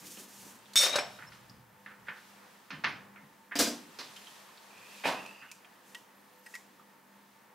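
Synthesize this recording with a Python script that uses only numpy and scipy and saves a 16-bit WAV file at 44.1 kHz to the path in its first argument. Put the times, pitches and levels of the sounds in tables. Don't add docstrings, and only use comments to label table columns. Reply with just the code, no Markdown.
import sys
import numpy as np
from scipy import signal
from scipy.fft import rfft, irfft, next_fast_len
from scipy.io import wavfile
from scipy.ndimage import uniform_filter1d

SR = 44100
rng = np.random.default_rng(int(sys.argv[2]) if len(sys.argv) > 2 else 0)


def attenuation_scalar(level_db):
    decades = np.asarray(level_db, float) / 20
    return 10 ** decades


def dump_mix(stems):
    frames = np.atleast_2d(stems).T
    limited = np.clip(frames, -1, 1)
    pcm = np.round(limited * 32767).astype(np.int16)
    wavfile.write(sys.argv[1], SR, pcm)


N = 332514
T = np.arange(N) / SR
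BANDS_HZ = 55 * 2 ** np.arange(0, 8.2, .25)
OPPOSED = np.array([[1], [-1]])

BAR_HZ = 2254, 3615, 4466, 5299, 5630, 6439, 6618, 7711, 8368, 9224, 10310, 11050, 14005, 14205
BAR_DB = -18.5, -8.5, -13.5, -11.5, -7.5, -16, -11, -10.5, -22, -12, -13, -20.5, -23, -18
HANDLE_HZ = 3680, 3782, 5560, 8237, 8413, 12970, 13250, 14990
HANDLE_DB = -14.5, -12.5, -14, -17, -16.5, -31, -28, -35
# time_s, level_db
KEY_SKID = [(.76, -12), (.79, -16), (.83, -11.5), (.86, -16.5), (.88, -18), (.92, -28), (.94, -38),
            (.957, -30), (1.01, -52)]
# time_s, pitch_hz, level_db
KEY_SONG = [(.758, 3584, -28), (.845, 3615, -30), (.858, 3750, -35), (.9, 3690, -41), (.93, 3790, -32),
            (.97, 3840, -34), (1.0, 3750, -50), (1.1, 3750, -64), (1.19, 3830, -58)]

# (start_s, level_db, chatter_ms)
KEY_SEATED = [(591, -6.5, 0.27), (755, -32, 0.41), (1600, -13.5, 0.29), (2382, -3, 0.06), (3790, -5, 0.1),
              (4100, -18, 0.06), (4860, -27, 0.056), (5416, -11, 0.18), (6500, -8, 0.044),
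              (7800, -21, 0.25), (9670, -17, 0.095), (10260, -17, 0.055)], [(.89, -43, 7.2), (.925, -36, 6),
              (.957, -30, 2.9), (.987, -33, 1.7)]
CASTING_RING = [(237.5, -4.5, 0.45), (290, -2.5, 5.0), (1610, -3, 0.067), (2440, -7, 0.16),
                (3900, -32.5, 0.47), (4980, -7, 0.25), (5140, -9, .25), (4700, -13, 0.22), (4790, -5, 0.3),
                (5420, -12, 0.47), (6000, -15, 0.64), (6400, -24, 0.53), (7700, -12.5, 0.29),
                (8010, -32, 0.27)], [(3.555, -42.5, 3.4), (3.592, -39, 21), (3.665, -45, 6.4),
                (3.988, -58, 2)]
BED_RING = [(415, -12, 0.45), (490, -4, 0.4), (570, -9, 0.38), (630, -4, 0.4), (690, -4, 0.32),
            (856, -14, 0.2), (1076, -13, 0.14), (1236, -17, 0.11)], [(3.555, -48, 1.1), (3.597, -41, 4.8),
            (3.617, -54, 2.4), (3.667, -45.5, 3)]
JAWS_RING = [(550, -10, 0.18), (604, -9, 0.21), (652, -10, 0.2), (827, 5.5, .03), (947, -9, 0.11),
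             (1114, -7.5, .12), (1444, -17, 0.11), (1650, -6, 0.1), (2400, -7, 0.072), (2630, -8, 0.1),
             (2762, -12, .12)], [(5.04, -49, 4.1), (5.0552, -34.5, 0.78), (5.071, -38, 3.4),
             (5.112, -41, 4), (5.13, -43, 0.85)]
RULE_RING = [(1918, -1.5, 0.076), (2640, -6.5, 0.023), (5100, -14, 0.015), (6640, -17, 0.011),
             (8500, -7.5, 0.0089), (12400, -18, .015)], [(5.948, -44.5, 3.1), (6.46, -51, 9.2),
             (6.538, -45, 8), (6.551, -47, 2)]
TOOL = [(2550, -14, .03), (3150, 1.5, 0.085), (4020, -4, .03), (5200, -13, .02)], [(4.162, -45, 3.5),
        (4.268, -56, 3.2)]

# start_s, peak_db, strongest_ring_hz, treble_db, chatter_ms
KNOCKS = [(1.188, -41, 1470, -25, 4.5), (1.224, -36.5, 1600, -35, 0.95), (1.319, -44.5, 1260, -1, 4.5),
          (1.861, -34.5, 1600, -23, 1.3), (1.906, -44, 1580, -38, 3.5), (2.069, -41, 1760, -21, 3.3),
          (2.084, -27.5, 1580, -30, 3.3), (2.169, -43.5, 1670, -7, 4), (2.705, -30, 2570, -8, 0.76),
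          (2.73, -37.5, 2960, -14, 5.4), (2.838, -25.5, 1870, -15, 2.4), (2.843, -16.5, 2340, -12, 1.17),
          (3.16, -43.5, 2106, -34, .9), (3.512, -34, 1770, -39, 14), (3.52, -29.5, 1840, -32, 0.93),
          (5.418, -41.5, 1600, -32, 13)]
CLUNKS = [(0.019, -47.5, 202, -44, 3.5), (0.171, -44, 363, -18, 1.6), (3.5545, -24.5, 286, -11.5, 1.8),
          (3.589, -14.5, 290, -1, 3.1), (3.5975, -16.5, 252, -11.5, 0.56), (3.618, -42, 266, -14, 3.4),
          (3.669, -32.5, 270, -2, 2.4), (3.985, -37.5, 1240, -27, 33), (3.988, -31, 4750, -18, .3),
          (5.038, -26.5, 2400, -24, 6.2), (5.055, -19.5, 820, -23.5, .9), (5.07, -25.5, 730, -17.5, 6.4),
          (5.109, -34, 1105, -21, 3.1)]
SEATING = [
    (0.787, -22.5, 567, -10, 70),
    (0.829, -16, 555, -10.5, 13.7),
    (0.862, -24.5, 583, -34, 3.1),
    (0.935, -24.5, 630, -29, 31),
    (0.956, -17, 590, -16.5, 2.6),
    (0.985, -18, 706, -26, 1.8),
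]
# start_s, peak_db, strongest_ring_hz, treble_db
TICKS = [(0.171, -40, 2750, -26), (0.589, -48.5, 7940, -8), (0.6584, -46.5, 3330, -30),
         (0.735, -34, 3890, -6), (1.3503, -49, 1610, -13), (1.497, -43.5, 4970, -17.5),
         (4.1649, -36, 3150, -16), (4.219, -49, 2500, -30), (4.272, -44.5, 3150, -25),
         (4.49, -46, 1110, -32), (4.575, -44, 4000, -26), (4.777, -44, 2650, -20),
         (5.261, -37.5, 2650, -19), (5.5151, -29.5, 2480, -3.5), (5.6468, -45, 2750, -37),
         (5.9475, -34, 3150, -17), (6.466, -45, 1750, -16), (6.5437, -40, 1900, -5),
         (6.5529, -32.5, 1970, -11.5), (6.796, -49, 1220, -31)]
# start_s, peak_db, strongest_ring_hz
THUMPS = [(0.009, -50, 162), (0.93, -49, 140), (1.477, -48, 130), (2.719, -41, 160), (2.859, -41.5, 159),
          (3.2, -50.5, 156), (4.049, -60, 159), (5.071, -41, 159)]
# tone (pitch_hz, density_db per Hz), then ring_height_db, ring_width_octaves,
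# t60_s at 300 Hz, t60_s at 8 kHz, room_share_db, usual_treble_db
KNOCK_BODY = [(70, -61), (150, -12.5), (300, -17), (700, -14), (1100, -3), (1800, 2), (3000, -8),
              (5400, -21), (9000, -57), (16000, -76)], 6.2, 0.14, 0.25, 0.056, -8, -20
CLUNK_BODY = [(70, -54), (130, -21), (250, -4.5), (700, -4), (1500, -4.5), (2500, -3.5), (4800, -5.5),
              (8000, -12.5), (15500, -20)], 8.9, 0.55, 0.33, 0.19, -2, -14
SEATING_BODY = [(70, -40), (300, -15.5), (700, -9), (1500, -6.5), (2500, -10.5), (5000, -5.5),
                (15500, -27)], 9.6, 0.33, 0.065, 0.1, -12, -11
RULE_ON_WORKPIECE_BODY = [(110, -40), (600, -29), (1100, -12.5), (3000, -16.5), (7000, -14.5),
                          (15500, -28)], 22, 0.16, 0.096, 0.026, -18.5, -20.5
BENCH = [(60, 15), (130, 4), (250, 20.5), (500, -51), (16000, -93.5)], 12.5, 0.28, 0.37, .2, -27, -17
# pitch_hz, t60_s
ROOM_T60 = [(100, 1), (500, 0.55), (2000, 0.43), (6000, 0.41), (14000, 0.29)]

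# start_s, length_s, pitch_hz, width_hz, level_db
SQUEAKS = [
    (.98, .22, 5380, 140, -63),
    (1.265, .03, 5320, 60, -56),
    (2.858, .06, 10900, 50, -69),
    (6.13, .3, 9400, 200, -79),
]
# time_s, pitch_hz, level_db
SQUEAL = [(4.7, 2494, -65), (4.85, 2510, -63.5), (5.0, 2535, -60.5), (5.15, 2580, -56), (5.27, 2656, -56.5),
          (5.4, 2680, -59.5), (5.5, 2680, -64), (5.62, 2700, -78)]
# multiple of the pitch, level_db
SQUEAL_PARTIALS = [(.985, 0), (1.046, -4), (1.8, -15)]
# time_s, pitch_hz, level_db
WHISTLE = [(6.11, 13150, -84), (6.18, 13250, -77), (6.26, 13400, -78), (6.31, 13900, -80),
           (6.37, 13750, -79), (6.41, 13300, -73), (6.46, 13200, -82)]

# start_s, length_s, level_db
SLEEVE_STROKES = [
    (-.03, 0.021, -52),
    (0.03, 0.18, -49.5),
    (0.277, 0.22, -54),
    (5.835, 0.13, -63.5),
    (6.42, 0.04, -63),
    (6.495, 0.06, -61.5),
]
# pitch_hz, density_db per Hz
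SLEEVE_TONE = [(880, -35), (1500, 3), (1770, -7), (2580, 3), (3860, 1.5), (6450, 7), (15000, 0),
               (15800, -11)]

# pitch_hz, density_db per Hz
SHOP_TONE = [(15, -66), (25, -29), (37, -45), (170, -5), (190, -1.5), (308, -7), (362, -7.5), (488, -12),
             (751, -12.5), (908, -9), (1480, -14), (1830, -13), (2100, -16.5), (14700, -32.5), (15900, -47)]
RUMBLE_TONE = [(15, -69), (25, -41), (56, -13.5), (91, -12), (113, 0), (167, -2.5), (180, -0.5), (230, -41),
               (400, -120)]
# pitch_hz, width_hz, level_db
HUM = [(200, 1.9, -71), (200.4, 6.3, -72), (504.2, 7.2, -76), (899, 45, -72.5), (1770, 100, -77.5)]
# pitch_hz, coherence (0 to 1)
SHOP_LIKENESS = [(60, 0.23), (130, 0.72), (290, 0.68), (640, 0.94), (1410, 0.9), (3100, 1), (6820, 0.97),
                 (15000, 1)]
# time_s, level_db over stillness
STIR = [(0, 5), (.38, 7.5), (.8, 11), (.92, 11), (1.16, 14.5), (1.68, 0.5), (2.04, 5.5), (2.29, 12.5),
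        (2.75, 7), (3.55, 1.5), (3.63, 21), (3.88, 12.5), (4.2, 17), (4.6, 12), (5.06, 18.5), (5.59, 5),
        (5.92, 5.5), (7.54, 1.5)]
# start_s, level_db, fade_s
STEPS = [(.02, -69.5, 0.37), (.35, -72.5, 0.6), (.92, -61, 0.21), (1.2, -60.5, 0.32), (1.5, -62.5, 0.18),
         (1.98, -62.5, 0.055), (2.82, -58, 0.23), (3.72, -70, 0.18), (4.03, -78, 0.083), (4.75, -71, 0.11),
         (5.15, -68, 0.11)]
# start_s, level_db, fan range over drone range_db
AFTER = [(.01, -55, -7), (.17, -59, -27), (.42, -57.5, -1), (.86, -53, 2), (2.72, -59.5, 0),
         (2.86, -55.5, 6), (3.63, -43.5, -10), (3.78, -75, -25), (5.15, -54, 5.5)]


def key(bands):
    blow_s, blow_db, skid_t60_s, free_t60_s = .7575, -23.5, 0.14, 0.3
    (skid_db,), on = curve(KEY_SKID)
    a, t = int(blow_s * SR), np.arange(SR // 3) / SR
    pairs = list(zip(BAR_HZ + HANDLE_HZ, BAR_DB + HANDLE_DB))
    fed = [(hz, db, skid_t60_s) for hz, db in pairs]
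    free = [(hz, db, free_t60_s) for hz, db in pairs]
    skid = (attenuation_scalar(skid_db - 14) * on)[a:a + len(t)]

    out = np.zeros((2, N))
    out[:, a:a + len(t)] = modes(fed, lambda: sparse(len(t)) * skid, skid_t60_s)
    out[:, a:a + len(t)] += modes(free, lambda: attenuation_scalar(blow_db) * (t == 0), free_t60_s)
    grip_db = np.interp(T, [0.79, 0.9], [0, -15])
    out = out * attenuation_scalar(grip_db) + rung(*KEY_SEATED, 0.24)
    crack = rng.standard_normal(400) * np.exp(-np.arange(400) / 50)
    out[:, a:a + 400] += crack * attenuation_scalar(-17.5)
    dull = noise(lambda f: f ** 2 / (1 + (f / 2800) ** 4.2))
    grit = dull * attenuation_scalar(skid_db - 19.5 + 3.8 * walk(250)) * on

    decay, weight = fade(t, on_log(BANDS_HZ, ROOM_T60)), np.sqrt(BANDS_HZ)
    tails = [weight @ (bands[:, i:i + len(t)] * decay) for i in (0, len(t))]
    heard = (out.mean(axis=0) + grit)[a:a + len(t)]
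    mid, side = (signal.fftconvolve(heard, x / np.sqrt(np.sum(x ** 2))) for x in tails)
    out[:, a:a + len(mid)] += attenuation_scalar(-14.5) * (mid + side * OPPOSED)
    return out + grit


def rung(table, hits, t60_top):
    out, t = np.zeros((2, N)), np.arange(SR // 4) / SR
    ending = np.cos(np.pi / 2 * t / t[-1])
    for s, db, chatter_ms in hits:
        swell = np.minimum(2300.0 * t / chatter_ms + 0.13, 1) * np.exp(-1e3 * t / chatter_ms)
        touch = (t == 0) * attenuation_scalar(-0.5 - 2.8 * chatter_ms)
        contacts = lambda: (sparse(len(t)) * swell + touch) * attenuation_scalar(db + 5.0)
        i = int(s * SR)
        out[:, i:i + len(t)] += modes(table, contacts, t60_top) * ending
    return out


def modes(table, contacts, t60_top):
    out = 0
    for hz, db, t60 in table:
        pole = np.exp(2j * np.pi * hz / SR - np.log(1000) / (min(t60, t60_top) * SR))
        ring = signal.lfilter([1], [1, -pole], contacts()).imag
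        pan_db = 3 * min(hz / 2000, 1) * rng.standard_normal()
        out = out + panned(attenuation_scalar(db) * ring, pan_db)
    return out


def sparse(size):
    return rng.standard_normal(size) * (rng.random(size) < .02)


def blows(table, body, pan_db, bands):
    tone, ring_db, ring_octaves, t60_low, t60_high, room_db, usual_db = body
    size = 2 ** 14
    out, t = np.zeros((2, N + size)), np.arange(size) / SR
    pool = bands.reshape(len(BANDS_HZ), 4, size).transpose(1, 0, 2)
    ringing = pool * fade(t, on_log(BANDS_HZ, [(300, t60_low), (8000, t60_high)]))
    build_up = (1 - np.exp(-t / 0.0093)) * np.cos(np.pi / 2 * t / t[-1])
    tails = pool * fade(t, on_log(BANDS_HZ, ROOM_T60)) * build_up * attenuation_scalar(room_db)
    cycles = BANDS_HZ[:, None] * t
    contact = np.sin(2 * np.pi * cycles) * cycles * np.exp(1 - cycles)

    for k, (s, db, ring_hz, treble_db, chatter_ms) in enumerate(table):
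        tilt_db = on_log(BANDS_HZ, [(2500, 0.0033), (6000, treble_db - usual_db)])
        peak_db = ring_db * np.exp(-(np.log2(BANDS_HZ / ring_hz) / ring_octaves) ** 2)
        shape_db = on_log(BANDS_HZ, tone) + tilt_db + peak_db
        weight = attenuation_scalar(shape_db) * np.sqrt(BANDS_HZ) * rng.choice([-1, 1], size=len(BANDS_HZ))
        grain = attenuation_scalar(2.5 * np.repeat(rng.standard_normal(size // 64), 64))
        rise = 1 - np.exp(-t / max(chatter_ms * 0.00067, 1e-4))
        swell = rise * uniform_filter1d(grain, size=48)
        mid = weight @ ringing[k % 4] * swell + weight @ tails[(k + 1) % 4]
        mid = mid + attenuation_scalar(6.5 - 0.82 * chatter_ms) * weight @ contact
        weight = weight * np.clip(BANDS_HZ / 1200, .15, 1)
        side = attenuation_scalar(-12) * weight @ tails[(k + 2) % 4]
        side = side + attenuation_scalar(-11.0) * weight @ ringing[(k + 3) % 4] * swell
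        i = int(s * SR)
        both = panned(mid + side * OPPOSED, pan_db * min(ring_hz / 1000, 1))
        out[:, i:i + size] += both * attenuation_scalar(db) / np.abs(mid).max()
    return out[:, :N]


def wash():
    bell = lambda hz: lambda f: np.exp(-40 * np.log2((f + 1) / hz) ** 2)
    return np.array([noise(bell(hz), size=2 ** 16) for hz in BANDS_HZ])


def squeaks():
    out = wavering(WHISTLE, [(0.97, 0.0041)], 90, 2.5)
    for s, length_s, hz, width_hz, db in SQUEAKS:
        t, i = np.arange(int(length_s * SR)) / SR, int(s * SR)
        envelope = np.clip(4 * np.minimum(t, length_s - t) / length_s, 0, 1)
        out[i:i + len(t)] += narrow(hz, width_hz, size=len(t)) * attenuation_scalar(db) * envelope
    squeal = wavering(SQUEAL, SQUEAL_PARTIALS, 230, 3.8)
    song = wavering(KEY_SONG, [(1, 0)], 160, 3.4, clean=0.62)
    return out + panned(squeal, -3.0) + panned(song, 5.8)


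def wavering(table, partials, width_hz, patchy_db, clean=0):
    (hz, db), on = curve(table)
    phase = 2 * np.pi * np.cumsum(hz) / SR
    out = 0
    for multiple, up_db in partials:
        carrier = (clean + (1 - clean) * narrow(0, width_hz)) * np.sin(multiple * phase)
        out = out + carrier * attenuation_scalar(db + up_db + patchy_db * walk(25))
    return np.sqrt(2) * on * out


def sleeve():
    attack_s, release_s = 0.041, 0.11
    stroke = 0
    for s, length_s, db in SLEEVE_STROKES:
        shape = np.minimum((T - s) / attack_s, 1 + (s + length_s - T) / release_s)
        stroke = stroke + attenuation_scalar(db) * np.clip(shape, 0, 1)
    mid, side = (noise(lambda f: attenuation_scalar(on_log(f, SLEEVE_TONE)) * (f > 1500)) for _ in range(2))
    return (mid + attenuation_scalar(-11.5) * side * OPPOSED) * stroke * attenuation_scalar(-1.5 + 1.6 * walk(80.0))


def shop():
    (stir_db,), _ = curve(STIR)
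    attack_s, fade_s = 0.017, .12
    steps = swells(STEPS, 0.04)
    drone_after = swells([(s, db, fade_s) for s, db, _ in AFTER], attack_s)
    fans_after = swells([(s, db + up_db, fade_s) for s, db, up_db in AFTER], attack_s)
    layers = [(20, 170, RUMBLE_TONE, -82, 0.076, steps),
              (170, 470, SHOP_TONE, -70, 0.1, drone_after),
              (470, 2600, SHOP_TONE, -65, 0.42, fans_after),
              (2600, 17000, SHOP_TONE, -73.5, 0.96, 0)]
    apart = lambda f: np.sqrt(1 - np.clip(on_log(f, SHOP_LIKENESS), 0, .99))
    out = 0
    for lo, hi, table, still_db, share, power in layers:
        edges = lambda f: np.sqrt((1 + (lo / (f + 1)) ** 8) * (1 + (f / hi) ** 8))
        tone = lambda f: attenuation_scalar(on_log(f, table)) / edges(f)
        side = noise(lambda f: tone(f) * apart(f)) * attenuation_scalar(-12 if hi < 500 else -5.5)
        gain = np.sqrt(attenuation_scalar(2 * (still_db + share * stir_db)) + power) * attenuation_scalar(1.3 * walk(10))
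        out = out + (noise(tone) + side * OPPOSED) * gain
    return out + sum(narrow(hz, width_hz) * attenuation_scalar(db) for hz, width_hz, db in HUM)


def swells(table, attack_s):
    t = T[::32]
    power = 0
    for s, db, fade_s in table:
        rise = np.clip((t - s) / attack_s, 0, 1)
        fall = np.exp(-2 * np.maximum(t - s - attack_s, 0) / fade_s)
        power = power + attenuation_scalar(2 * db) * rise * fall
    return np.interp(T, t, power)


def on_log(hz, table):
    f, v = np.transpose(table)
    return np.interp(np.log(np.maximum(hz, 1)), np.log(f), v)


def unit(x):
    return x / np.sqrt(np.mean(x ** 2))


def curve(table):
    s, *columns = np.transpose(table)
    return [np.interp(T, s, c) for c in columns], (T >= s[0]) & (T <= s[-1])


def noise(gain, size=N):
    n = next_fast_len(size)
    spectrum = rfft(rng.standard_normal(n)) * gain(np.fft.rfftfreq(n, 1 / SR))
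    return unit(irfft(spectrum, n)[:size])


def narrow(hz, width, size=N):
    return noise(lambda f: 1 / (1 + ((f - hz) / (width / 2)) ** 2), size=size)


def walk(rate):
    k = int(SR / rate)
    held = np.repeat(rng.standard_normal(N // k + 1), k)
    return uniform_filter1d(uniform_filter1d(held, k), k)[:N]


def fade(t, t60):
    return np.exp(-np.log(1000) * t / np.maximum(t60, .005)[:, None])


def panned(x, pan_db):
    return x * attenuation_scalar(np.array([[pan_db], [-pan_db]]) / 2)


def scene():
    bands = wash()
    ticks = [(*row, 2.4) for row in TICKS]
    thumps = [(*row, BENCH[-1], 19) for row in THUMPS]
    struck = key(bands)
    rings = ((CASTING_RING, 0.41), (RULE_RING, .09), (JAWS_RING, .35), (BED_RING, .35), (TOOL, .1))
    for ring, longest_t60_s in rings:
        struck = struck + rung(*ring, longest_t60_s)
    groups = ((KNOCKS, KNOCK_BODY, -1.5), (CLUNKS, CLUNK_BODY, -2), (SEATING, SEATING_BODY, 1.5),
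              (ticks, RULE_ON_WORKPIECE_BODY, -2), (thumps, BENCH, 0))
    for table, body, pan_db in groups:
        struck = struck + blows(table, body, pan_db, bands)
    bass_cut = signal.butter(3, 105, "high", fs=SR, output="sos")
    return signal.sosfilt(bass_cut, struck) + squeaks() + sleeve() + shop()


def roll_off(x):
    return signal.sosfilt(signal.butter(12, 16500, fs=SR, output="sos"), x)


def record(dry):
    rising = lambda f: f
    hiss = attenuation_scalar(-69.0) * (noise(rising) + attenuation_scalar(-9) * noise(rising) * OPPOSED)
    top_cut = signal.ellip(12, .2, 70, 15750, fs=SR, output="sos")
    return roll_off(signal.sosfilt(top_cut, dry + hiss))


dry = scene()
out = record(dry)
dump_mix(out)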